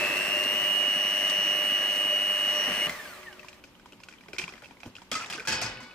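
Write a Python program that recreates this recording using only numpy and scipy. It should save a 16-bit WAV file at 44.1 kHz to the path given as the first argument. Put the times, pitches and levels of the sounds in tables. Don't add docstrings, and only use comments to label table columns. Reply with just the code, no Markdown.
import sys
import numpy as np
from scipy import signal
from scipy.fft import rfft, irfft
from scipy.io import wavfile
from scipy.ndimage import uniform_filter1d

SR = 44100
rng = np.random.default_rng(int(sys.argv[2]) if len(sys.argv) > 2 else 0)


def convert_level_to_amplitude(level_db):
    exponent = np.asarray(level_db, float) / 20
    return 10 ** exponent


def master_out(mix):
    frames = np.transpose(np.atleast_2d(mix))
    ceiling = np.clip(frames, -1, 1)
    pcm = np.round(ceiling * 32767).astype(np.int16)
    wavfile.write(sys.argv[1], SR, pcm)


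N = 261954
TIME = np.arange(N) / SR
SIDES = np.array([[1], [-1]])

BARS, RIPPLE_HZ = 12, 100
GEARING = 20.2
OFF_S, STILL_S = 2.872, 3.6
# (time [s], bars passing per second [Hz])
SPEED = [(0.1, 2646), (0.16, 2690), (0.3, 2767), (0.46, 2824), (0.65, 2865), (0.87, 2887), (1.15, 2894),
         (1.45, 2894), (1.8, 2886), (2.4, 2879), (2.65, 2881), (2.83, 2889)]
# (time [s], level [dB])
WHINE = [(0.08, -30.5), (0.17, -33.5), (0.3, -32), (0.4, -29), (0.48, -29), (0.57, -32.5), (0.75, -27),
         (1.1, -29), (2.0, -27.5), (2.6, -27.5), (2.75, -36), (2.79, -29.5)]
# (bar multiple, ripple multiple, left over right [dB], left lead [rad])
MAIN_LINES = [
    (1, 0, -1, 0.085),
    (1, -1, 4.5, 0.29),
    (1, 1, 8.5, 1.22),
    (2, 0, -6.5, 0.61),
    (1, 2, 9, 0.5),
]
# (motor shaft multiple, ripple multiple, level [dB])
WEAK_LINES = [(3, 0, -58), (7, 0, -54), (8, 0, -55), (11, 0, -52), (24, -1, -55), (24, 1, -58),
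              (34, 0, -69), (36, -1, -69), (37, 0, -71), (36, 0, -55), (36, 1, -69), (48, 0, -62),
              (60, 0, -57.5), (51, 0, -71), (53, 0, -70), (57, 0, -70), (61, 0, -72), (60, 1, -75),
              (0, 6, -47), (0, 12, -58), (0, 21, -55), (0, 25, -56), (0, 33, -64)]
# (frequency [Hz], level [dB])
RIPPLE_COLOUR = [(2545, -39), (2620, -39), (2700, -36), (2745, -40), (2780, -40), (2794, -33.5),
                 (2840, -37), (2885, -28), (2925, -37), (2950, -30), (2990, -37)]
# (frequency [Hz], level [dB])
SECOND_RIPPLE_COLOUR = [(2846, -40), (2880, -44), (2950, -41), (2980, -50), (3090, -55)]
# (frequency [Hz], level [dB])
OCTAVE_COLOUR = [(5290, -62), (5400, -50), (5700, -49), (5755, -53), (5788, -46)]
RIPPLE_DB, OCTAVE_DB, SPARK_DB = -0.57, -1.4, -78
TURN_S, TURN_HALF_S, TURN_DB = 2.585, 0.11, 10
RIPPLE_FADE_S, RIPPLE_FADE_DB = 2.7, -2

# (time [s], bars passing per second [Hz], level [dB])
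RUNDOWN = [
    (2.88, 2230, -50),
    (2.98, 1875, -50),
    (3.09, 1500, -51),
    (3.18, 1250, -53),
    (3.265, 950, -53),
    (3.33, 765, -57),
    (3.42, 610, -62),
    (3.5, 480, -72),
]
# (frequency [Hz], level [dB])
RUNDOWN_COLOUR = [(600, -3), (800, -11), (950, -14), (1150, -7), (1400, -3), (1550, 3), (1750, 2),
                  (1950, 4), (2300, -10), (3000, -11), (4000, -8), (5500, -12), (8000, -11), (11000, -15),
                  (13500, -6), (16000, -9)]

# (time [s], level [dB])
LOAD = [(0, -30.5), (.2, -33), (.46, -34.5), (1, -35.5), (1.65, -35), (2.3, -37), (2.72, -33.5), (2.8, -34),
        (2.88, -33.5)]
# (frequency [Hz], level [dB per Hz])
BODY = [(190, -8.5), (330, 1), (536, -6), (598, 5.5), (781, -3), (1180, 0), (1370, -2.5), (1890, 6),
        (2330, 1), (2630, -8), (2900, -1), (3000, -4), (3230, -38), (5060, -56), (6000, -18), (7800, -58),
        (13200, -120)]
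# (frequency [Hz], level [dB per Hz])
AIR = [(1940, 4), (3300, -2), (5050, -2.5), (5860, -2.5), (7280, -6.5), (8740, -4.5), (10500, -11),
       (12200, -30), (14800, -5)]
# (frequency [Hz], width [Hz], level [dB], extra once switched off [dB])
HOUSING = [(599.5, 25, -50.5, 3.5), (1176, 69, -54, 8), (1973, 200, -46.5, -7), (2550, 59, -47.5, -20),
           (4220, 260, -55.5, -0.5), (14300, 1000, -79, 19)]
COAST_DB, COAST_DB_PER_DECADE, COAST_SETTLE_S = -40.5, 28.5, 0.04
AIR_DB, AIR_FOLLOWS, AIR_COAST_DB = -45, 0.83, -7

# (time [s], level [dB])
SLOSH = [
    (0, -40.5),
    (.9, -45),
    (2.1, -47.5),
    (2.87, -61),
]

# (time [s], peak level [dB], pitch [Hz])
ICE_TICKS = [(3.394, -33.5, 2640), (3.484, -32.5, 2740), (3.529, -35.5, 2500), (3.639, -32, 2510),
             (3.752, -46, 3060), (3.922, -39.5, 2670), (4.035, -37, 2670), (3.932, -42, 2940),
             (4.086, -29, 2510), (4.112, -44, 2400), (4.125, -43, 2400), (4.137, -42, 2310),
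             (4.184, -46, 3160), (4.208, -39.5, 2300), (4.284, -34.5, 2300), (4.308, -50, 2700),
             (4.345, -36, 2380), (4.427, -29, 2450), (4.44, -30, 2740), (4.506, -44, 2420),
             (4.555, -38.5, 2850), (4.636, -35.5, 2340), (4.657, -37.5, 2580), (4.686, -48, 2170),
             (3.055, -38, 2580), (3.075, -37, 2880), (3.143, -52, 2480), (3.175, -51, 2450),
             (3.23, -41, 2550), (3.27, -43, 2770), (3.328, -37, 2930), (4.332, -27, 2410),
             (4.364, -34, 2170), (4.383, -22, 2450), (4.391, -24, 2400), (4.396, -18, 2380),
             (4.41, -27, 2530), (4.417, -23.5, 2460), (4.48, -38, 2400), (4.436, -33, 2300),
             (4.49, -31.5, 2550), (4.523, -37, 2410), (4.644, -34, 2640), (4.77, -46, 2240),
             (4.803, -35, 2370), (4.832, -30, 2550), (4.953, -31.5, 2520), (4.965, -35, 2730),
             (3.43, -37, 1890), (3.445, -34, 1000), (3.797, -43, 1530), (3.858, -36, 970),
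              (4.002, -39, 960), (4.236, -42, 1970), (4.259, -47, 980), (4.479, -30, 1095),
              (4.537, -35, 2060), (4.579, -35.5, 1470), (4.621, -36.5, 1420), (4.709, -39.5, 920),
              (4.859, -35.5, 810), (4.983, -38, 1440), (5.018, -34, 960)]
# (frequency [Hz], level [dB], time to fall 60 dB [s])
ICE_MODES = [(2393, -6, 0.033), (3170, -6, 0.018), (1470, -10, 0.03), (3990, -19.5, 0.047),
             (5220, -13.5, 0.022)]
TICK_THUD_DB = -56.5
# (time [s], peak level [dB], pitch [Hz])
THUDS = [(3.636, -49, 267), (3.919, -48, 280), (4.284, -43, 415), (4.331, -41, 370), (4.477, -47, 416),
         (4.522, -47, 373), (4.536, -51, 231), (4.622, -46, 595), (4.704, -45, 257), (4.831, -46.5, 694),
         (4.86, -36, 255)]
# (time [s], peak level [dB])
SNAPS = [(0.169, -37.5), (0.285, -44), (0.39, -54), (0.435, -43), (0.64, -41), (1.296, -37.5), (1.96, -43),
         (2.893, -49), (3.484, -51), (3.639, -56), (3.922, -61), (4.034, -48), (4.333, -51), (4.384, -35),
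         (4.417, -61)]
# (time [s], peak level [dB])
PINGS = [
    (4.3852, -21),
    (4.393, -25),
    (4.3985, -23),
    (4.4178, -30),
]
PING_HZ, PING_HALF_S = 2420, 0.0018

# (time [s], peak level [dB], pitch [Hz], time to fall 60 dB [s], wash level [dB])
KNOCKS = [(2.82, -23.5, 2140, 0.092, -22), (2.895, -13, 2060, 0.023, -23.5), (5.115, -19, 3180, 0.021, -7),
          (5.117, -19, 617, 0.027, -30), (5.118, -23, 2200, 0.05, -33), (5.12, -28.5, 1272, 0.13, -30),
          (5.129, -19, 3390, 0.04, -18), (5.141, -25, 2470, 0.023, -15), (5.152, -20, 1276, 0.18, -9.5),
          (5.153, -27, 4660, 0.027, -12), (5.154, -25, 2050, 0.13, -30), (5.209, -27, 1346, 0.11, -14),
          (5.221, -24, 2450, 0.033, -18), (5.231, -26, 2600, 0.028, -20), (5.245, -27, 2600, 0.028, -24),
          (5.26, -26.5, 3760, 0.016, -14), (5.3, -26, 3100, 0.028, -5.5), (5.305, -28, 3000, 0.011, -23),
          (5.326, -21, 2760, 0.014, -12.5), (5.335, -24, 1540, 0.024, -30),
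          (5.334, -19.5, 2450, 0.016, -26), (5.346, -29, 2770, 0.017, -27),
          (5.378, -22.5, 1530, 0.043, -33), (5.397, -23.5, 2410, 0.042, -20.5),
          (5.402, -24.5, 1500, 0.04, -27), (5.451, -33, 1380, 0.051, -7.5), (5.473, -28.5, 1660, 0.18, 5.5),
          (5.483, -27, 1530, 0.12, 2.5), (5.512, -25, 1740, 0.05, -30), (5.522, -33, 2550, 0.085, 7),
          (5.615, -26, 698, 0.085, 2), (5.618, -29, 1460, 0.05, -13), (5.63, -32, 4450, 0.03, -7),
          (5.643, -30.5, 1470, 0.072, -7), (5.772, -32, 2550, 0.019, -33), (5.804, -33.5, 1005, 0.043, -11),
          (5.83, -35, 1870, 0.023, -12.5), (5.896, -43, 2590, 0.023, -21), (5.909, -39, 2550, 0.061, -29)]
# (time [s], level [dB])
CLANGS = [
    (5.298, -50.5),
    (5.473, -34.5),
    (5.518, -35),
    (5.615, -41.5),
]
# (frequency [Hz], level [dB], time to fall 60 dB [s])
INNER = [(1237, -23, 0.22), (2060, -11, 0.059), (2450, -10, 0.063), (3440, -12.5, 0.022),
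         (4400, -29, 0.027), (4970, -19, 0.027)]
# (frequency [Hz], level [dB], time to fall 60 dB [s])
OUTER = [(515, -5, 1.3), (876, -3, .9), (1483, -6, 2.5), (2240, -8, 2.), (2949, -2, 1.3), (3452, -17, 2.5),
         (3644, -11, 1.5), (3817, -11, 1.3), (3973, -12, 1.1), (4129, -8, 1.3), (4450, -13, 1.3),
         (4610, -13, 1.5), (4786, -15, 1.5), (4970, -14, 1.3)]
# (frequency [Hz], level [dB], time to fall 60 dB [s])
RIMS = [(3898, -11, .3), (1664, -3, .35), (1930, -10, .55), (1980, -11, .6), (2496, -4, .5), (2530, -7, .5),
        (2615, -8, .6), (3196, -5, .6), (4533, -3, .5), (5092, -2, .55), (5169, -7, .4), (5700, -9, .3),
        (6874, -14, .4), (6420, -10, .3)]
OUTER_DB = -3.5
# (time [s], peak level [dB], pitch [Hz])
BUMPS = [(0.625, -50, 111), (2.675, -31, 247), (2.7, -33, 190), (2.765, -41, 223), (2.875, -36, 242),
         (2.68, -32.5, 784), (2.86, -32.5, 171), (5.51, -40, 51.7), (5.66, -42, 45), (2.896, -45, 87.5),
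         (4.386, -36.5, 368), (4.431, -38, 178), (4.854, -33, 250), (4.861, -45, 110), (5.121, -34.5, 257),
         (5.345, -38, 329), (5.38, -38, 430), (5.399, -40.5, 490), (5.494, -36, 226), (5.498, -35.5, 99),
         (5.628, -31, 112.5), (5.753, -41, 122.5), (5.82, -39.5, 243)]
BUMP_T60_S = 0.18
# (frequency [Hz], level [dB per Hz])
RATTLE = [(47, -48), (80, -8), (231, -5.5), (352, -9.5), (1090, -8), (1300, -13.5), (1760, -8),
          (2570, -5.5), (3660, -10), (5210, -4), (15700, -29)]
# (frequency [Hz], time to fall 60 dB [s])
RATTLE_T60 = [(100, 0.77), (1000, 0.97), (4000, 0.43), (12000, 0.2)]
# (frequency [Hz], width [Hz], level [dB])
HOLLOWS = [(1500, 400, -3), (1930, 260, -12), (2550, 200, -9), (3380, 250, -8), (4620, 230, -8.5),
           (5240, 260, -8), (7240, 2600, -9)]
BETWEEN_DB = -6

# (frequency [Hz], level [dB per Hz])
ROOM = [(12, -37), (20, -34), (181, -5.5), (268, 8.5), (326, -14), (538, -1), (773, -20), (864, -4.5),
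        (1740, -13.5), (2430, -7.5), (4480, -17.5), (5300, -21.5), (15700, -27.5)]
ROOM_DB = -53.5
HUM_HZ, HUM_DB, OVERTONE_DB, HUM_AFTER_OFF_DB = 184, -54, -64.5, -8
# (time [s], half width [s], rise [dB])
SURGES = [
    (0.1, 0.91, 22.5),
    (3.25, 0.33, 12.5),
]
# (frequency [Hz], likeness [0 to 1])
LIKENESS = [(60, 0.97), (150, 0.99), (380, 0.81), (950, 0.83), (2380, 0.063), (5980, 0.012), (15000, 0.021)]


def whine():
    (bar_hz,), (whine_db,) = in_time(SPEED), in_time(WHINE)
    lean_db = RIPPLE_FADE_DB * np.clip((TIME - RIPPLE_FADE_S) * 20, 0, 1)
    turn_db = TURN_DB * np.exp(-((TIME - TURN_S) / TURN_HALF_S) ** 2)
    below_db = RIPPLE_DB + at_hz(RIPPLE_COLOUR, bar_hz - RIPPLE_HZ) + lean_db
    above_db = RIPPLE_DB + at_hz(RIPPLE_COLOUR, bar_hz + RIPPLE_HZ) + lean_db
    octave_db = OCTAVE_DB + at_hz(OCTAVE_COLOUR, 2 * bar_hz) + turn_db
    second_db = at_hz(SECOND_RIPPLE_COLOUR, bar_hz + 2 * RIPPLE_HZ)
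    levels = [whine_db, below_db, above_db, octave_db, second_db]

    steady = 2 * np.pi * np.cumsum(bar_hz) / SR
    bar = steady + 0.07 * drift(54)
    ripple = 2 * np.pi * RIPPLE_HZ * TIME
    out = 0
    for (k, side, pan_db, lead), db in zip(MAIN_LINES, levels):
        wobbly_db = db + 1.2 * drift(25)
        out = out + tone(k * bar + side * ripple, wobbly_db, pan_db + 2.5 * drift(2), lead)

    sparks = [(order, 0, SPARK_DB) for order in range(41, 64)]
    for order, side, db in WEAK_LINES + sparks:
        phase = order / BARS * steady + side * ripple + 0.15 * drift(30)
        wobbly_db = db + 3 * drift(5)
        pan_db = 3 * drift(2)
        lead = rng.choice([-0.8, 0.8]) * (order > BARS)
        out = out + tone(phase, wobbly_db, pan_db, lead)
    return out * np.clip((OFF_S - TIME) / 0.0021, 0, 1), bar


def rundown():
    hz, db = in_time(RUNDOWN)
    span = slice(round(RUNDOWN[0][0] * SR), round(RUNDOWN[-1][0] * SR))
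    hz, db, out = hz[span], db[span], np.zeros((2, N))
    phase = 2 * np.pi * np.cumsum(hz * (1 + 0.011 * drift(120)[span])) / SR
    late = np.clip((TIME[span] - 3.15) * 10, 0, 1)
    for k in range(1, 25):
        level_db = db + at_hz(RUNDOWN_COLOUR, k * hz) + 4 * drift(30)[span]
        level_db += 3 * (k == 1) - 1.1 * k
        level_db -= 7 * (k > 2) * late
        level_db -= 99 * (k * hz > 16000)
        out[:, span] += tone(k * phase, level_db, rng.normal(0, 1), rng.uniform(-0.7, 0.7))
    return out


def roar():
    size = round(STILL_S * SR)
    powered = TIME < OFF_S
    (load_db,) = in_time(LOAD)
    speed = in_time(RUNDOWN)[0] / RUNDOWN[0][1]
    coast_db = COAST_DB + COAST_DB_PER_DECADE * np.log10(speed) - 99 * (TIME > STILL_S)
    settle_db = 8.4 * np.exp(-np.abs(TIME - OFF_S) / COAST_SETTLE_S)
    body_db = np.where(powered, load_db, coast_db + settle_db)
    air_db = np.where(powered, AIR_DB + AIR_FOLLOWS * (load_db + 36), coast_db + AIR_COAST_DB)
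    swell = 1 + 0.31 * powered * np.sin(2 * np.pi * RIPPLE_HZ * TIME + 1.0)
    gears = convert_level_to_amplitude(body_db - 2.0) * patchy(BODY, 0.41, size=size) * swell
    out = gears + convert_level_to_amplitude(air_db + 2.0) * patchy(AIR, 1.0, size=size)
    for hz, width_hz, db, idle_db in HOUSING:
        noise = rng.standard_normal(N) + 0.11 * rng.standard_normal((2, N))
        resonance = rms_one(ring(noise, hz, 2.33 / width_hz))
        out += convert_level_to_amplitude(db + idle_db * ~powered + body_db + 38) * resonance
    return out


def slosh(bar):
    turn = bar / BARS / GEARING
    flop = np.exp(4.5 * (np.cos(turn - 1.1) - 1)) * convert_level_to_amplitude(1.1 * drift(12.0))
    noise = rng.standard_normal(N) + 0.35 * rng.standard_normal((2, N))
    flops = band_pass(noise, 170, 340) * flop
    return convert_level_to_amplitude(in_time(SLOSH, -120)[0] - 7.0) * flops / np.sqrt(np.mean(flops ** 2))


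def bowls():
    s, db, hz, t60, wash_db = np.array(KNOCKS).T
    hardest = max(CLANGS, key=lambda row: row[1])
    out = struck(RIMS, CLANGS, np.array(CLANGS)[:, 1], spread_db=1.5)
    out = out + struck(OUTER, [hardest], hardest[1] + OUTER_DB, spread_db=0.5)
    out += struck(INNER, KNOCKS, db + 0.4 * wash_db - 7, spread_db=4)
    out += hollow(wash(KNOCKS, db + wash_db + 5.5, stretch=0.92))
    knock = contacts(db - 5, hz, t60, rough=np.clip(0.025 / t60, 0.1, 0.4)[:, None])
    knock = knock + cracks(db + wash_db - 14, 0.015, 3500, 11000) + cracks(db - 16, 0.012, 800, 5000)
    add(out, knock, s, pan_db=1.5)
    s, db, hz = np.array(BUMPS).T
    add(out, contacts(db, hz, BUMP_T60_S * np.sqrt(150 / hz), rough=0.3), s, pan_db=0.5)
    return out


def ice():
    ticks = sorted(ICE_TICKS)
    s, db, hz = np.array(ticks).T
    out = struck(ICE_MODES, ticks, db - 8.5, spread_db=3.5)
    out += hollow(wash(ticks, db - 12, stretch=0.79))
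    thud = contacts(TICK_THUD_DB + 0 * s, rng.uniform(297, 568, len(s)), 0.045 + 0 * s, rough=1.0)
    tick = contacts(db - 4.5, hz, 0.026 + 0 * s, rough=0.51)
    add(out, tick + thud + cracks(db - 17.0, 0.012, 870, 2300), s, pan_db=8.0)
    s, db, hz = np.array(THUDS).T
    add(out, contacts(db + 0.5, hz, 0.11 + 0 * s, rough=0.82), s, pan_db=3.5)
    s, db = np.array(SNAPS).T
    add(out, cracks(db, 0.065, 2400, 6400), s, pan_db=13.0)
    return out


def pings():
    out = 0
    for s, db in PINGS:
        age = TIME - s
        out = out + convert_level_to_amplitude(db) * np.exp(-(age / PING_HALF_S) ** 2) * np.sin(2 * np.pi * PING_HZ * age)
    return out


def kitchen():
    after = TIME > OFF_S
    surge_db = sum(db * np.exp(-((TIME - s) / half_s) ** 2) for s, half_s, db in SURGES)
    levels = [HUM_DB + HUM_AFTER_OFF_DB * after + 0.87 * drift(3.8), OVERTONE_DB + surge_db]
    hum = sum(tone(2 * np.pi * k * HUM_HZ * TIME, db - 5.5, 0, 0.92) for k, db in enumerate(levels, 1))
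    low_rumble = band_pass(rng.standard_normal(N) + 0.3 * rng.standard_normal((2, N)), 25, 140)
    return convert_level_to_amplitude(ROOM_DB - 4.5) * patchy(ROOM, 1.0) + hum + convert_level_to_amplitude(-66) * rms_one(low_rumble) * after


def struck(modes, rows, db, spread_db):
    at, out = [round(row[0] * SR) for row in rows], 0
    luck = rng.normal(0, 1, (len(rows), len(modes), 3))
    for k, (hz, mode_db, t60) in enumerate(modes):
        clicks = np.zeros((2, N))
        strength = convert_level_to_amplitude(db + mode_db + spread_db * luck[:, k, 0]) * np.sign(luck[:, k, 2])
        clicks[:, at] = strength * (1 + 0.45 * luck[:, k, 1] * SIDES)
        out = out + ring(clicks, hz, t60) * convert_level_to_amplitude(2 * drift(25))
    return out


def wash(rows, db, stretch):
    blows, out = np.zeros(N), 0
    grain_db = drift(90)
    np.add.at(blows, [round(row[0] * SR) for row in rows], convert_level_to_amplitude(db) ** 2)
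    for hz, band in bands(RATTLE):
        keep = convert_level_to_amplitude(-120 / (stretch * at_hz(RATTLE_T60, hz) * SR))
        power = signal.lfilter([1], [1, -keep], blows + 1e-18)
        out = out + band * np.sqrt(power) * convert_level_to_amplitude(2 * drift(60) + grain_db)
    return out


def hollow(x):
    out = convert_level_to_amplitude(BETWEEN_DB) * x
    for hz, width_hz, db in HOLLOWS:
        out = out + convert_level_to_amplitude(db) * signal.lfilter(*signal.iirpeak(hz, hz / width_hz, fs=SR), x)
    return out


def contacts(db, hz, t60, rough):
    age = np.arange(round(0.3 * SR)) / SR
    wobble = uniform_filter1d(rng.standard_normal((len(db), 2, len(age))), size=90, axis=2) * 9.5
    note = np.sin(2 * np.pi * hz[:, None] * age + rough * wobble[:, 0]) * (1 + rough * wobble[:, 1])
    fade = convert_level_to_amplitude(db[:, None] - 60 * age / np.clip(t60, 0.005, 0.5)[:, None])
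    onset = np.minimum(age * hz[:, None] / 2.5, 1)
    return note * fade * onset


def cracks(db, t60, low_hz, high_hz):
    age = np.arange(round(0.3 * SR)) / SR
    noise = band_pass(rng.standard_normal((len(db), len(age))), low_hz, high_hz)
    return rms_one(noise) * convert_level_to_amplitude(db[:, None] - 60 * age / t60)


def add(out, sounds, times, pan_db):
    for sound, s, side in zip(sounds, times, rng.normal(0, 1, len(times))):
        i = round(s * SR)
        out[:, i:i + len(sound)] += convert_level_to_amplitude(pan_db * side / 2 * SIDES) * sound[:N - i]


def ring(clicks, hz, t60):
    r, w = convert_level_to_amplitude(-60 / (t60 * SR)), 2 * np.pi * hz / SR
    return signal.lfilter([0, np.sin(w)], [1, -2 * r * np.cos(w), r * r], clicks + 1e-18)


def tone(phase, db, pan_db, lead):
    return np.sqrt(2) * convert_level_to_amplitude(db + pan_db / 2 * SIDES) * np.sin(phase + lead / 2 * SIDES)


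def patchy(spectrum, patchy_db, size=N):
    sound = sum(band * convert_level_to_amplitude(patchy_db * drift(11.0)[:size]) for hz, band in bands(spectrum, size=size))
    return np.pad(rms_one(sound), [(0, 0), (0, N - size)])


def bands(spectrum, size=N):
    edges = 20 * 2 ** np.arange(0, 9.7, 1 / 3)
    white = rng.standard_normal((2, 2, size))
    for k, (low, high) in enumerate(zip(edges, edges[1:])):
        hz = np.sqrt(low * high)
        if spectrum[0][0] * 0.8 < hz < spectrum[-1][0] * 1.2:
            mid, side = band_pass(white[k % 2], low, high)
            alike = np.clip(at_hz(LIKENESS, hz), 0, 1)
            stereo = np.sqrt(1 + alike) * mid + np.sqrt(1 - alike) * side * SIDES
            yield hz, convert_level_to_amplitude(at_hz(spectrum, hz)) * stereo


def band_pass(x, low_hz, high_hz):
    return signal.sosfilt(signal.butter(2, [low_hz, high_hz], "band", fs=SR, output="sos"), x)


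def drift(rate):
    r = np.exp(-80 * np.pi * rate / SR)
    slow = signal.lfilter([1], [1, -2 * r, r * r], rng.standard_normal(N // 40 + 2002))[2000:]
    return np.interp(np.arange(N) / 40, np.arange(len(slow)), rms_one(slow))


def in_time(rows, silent_db=None):
    s, *columns = np.transpose(rows)
    return [np.interp(TIME, s, c, right=silent_db) for c in columns]


def at_hz(points, hz):
    known_hz, value = np.array(points)[:, 0], np.array(points)[:, 1]
    return np.interp(np.log(hz), np.log(known_hz), value)


def rms_one(x):
    return x / np.sqrt(np.mean(x ** 2) + 1e-20)


def scene():
    lines, bar = whine()
    return lines + rundown() + roar() + slosh(bar) + ice() + pings() + bowls() + kitchen()


def band_limit(x):
    return signal.sosfilt(signal.butter(12, 15880, fs=SR, output="sos"), x)


def record(dry):
    hz = np.arange(N // 2 + 1) * SR / N
    lag = np.exp(-2j * np.pi * hz * 52e-6 * np.exp(-(hz / 7500) ** 2))
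    late = np.array([dry[0], irfft(rfft(dry[1]) * lag, N)])
    mix = signal.sosfilt(signal.cheby2(12, 60, 16200, fs=SR, output="sos"), late)
    return band_limit(mix)


dry = scene()
out = record(dry)
master_out(out)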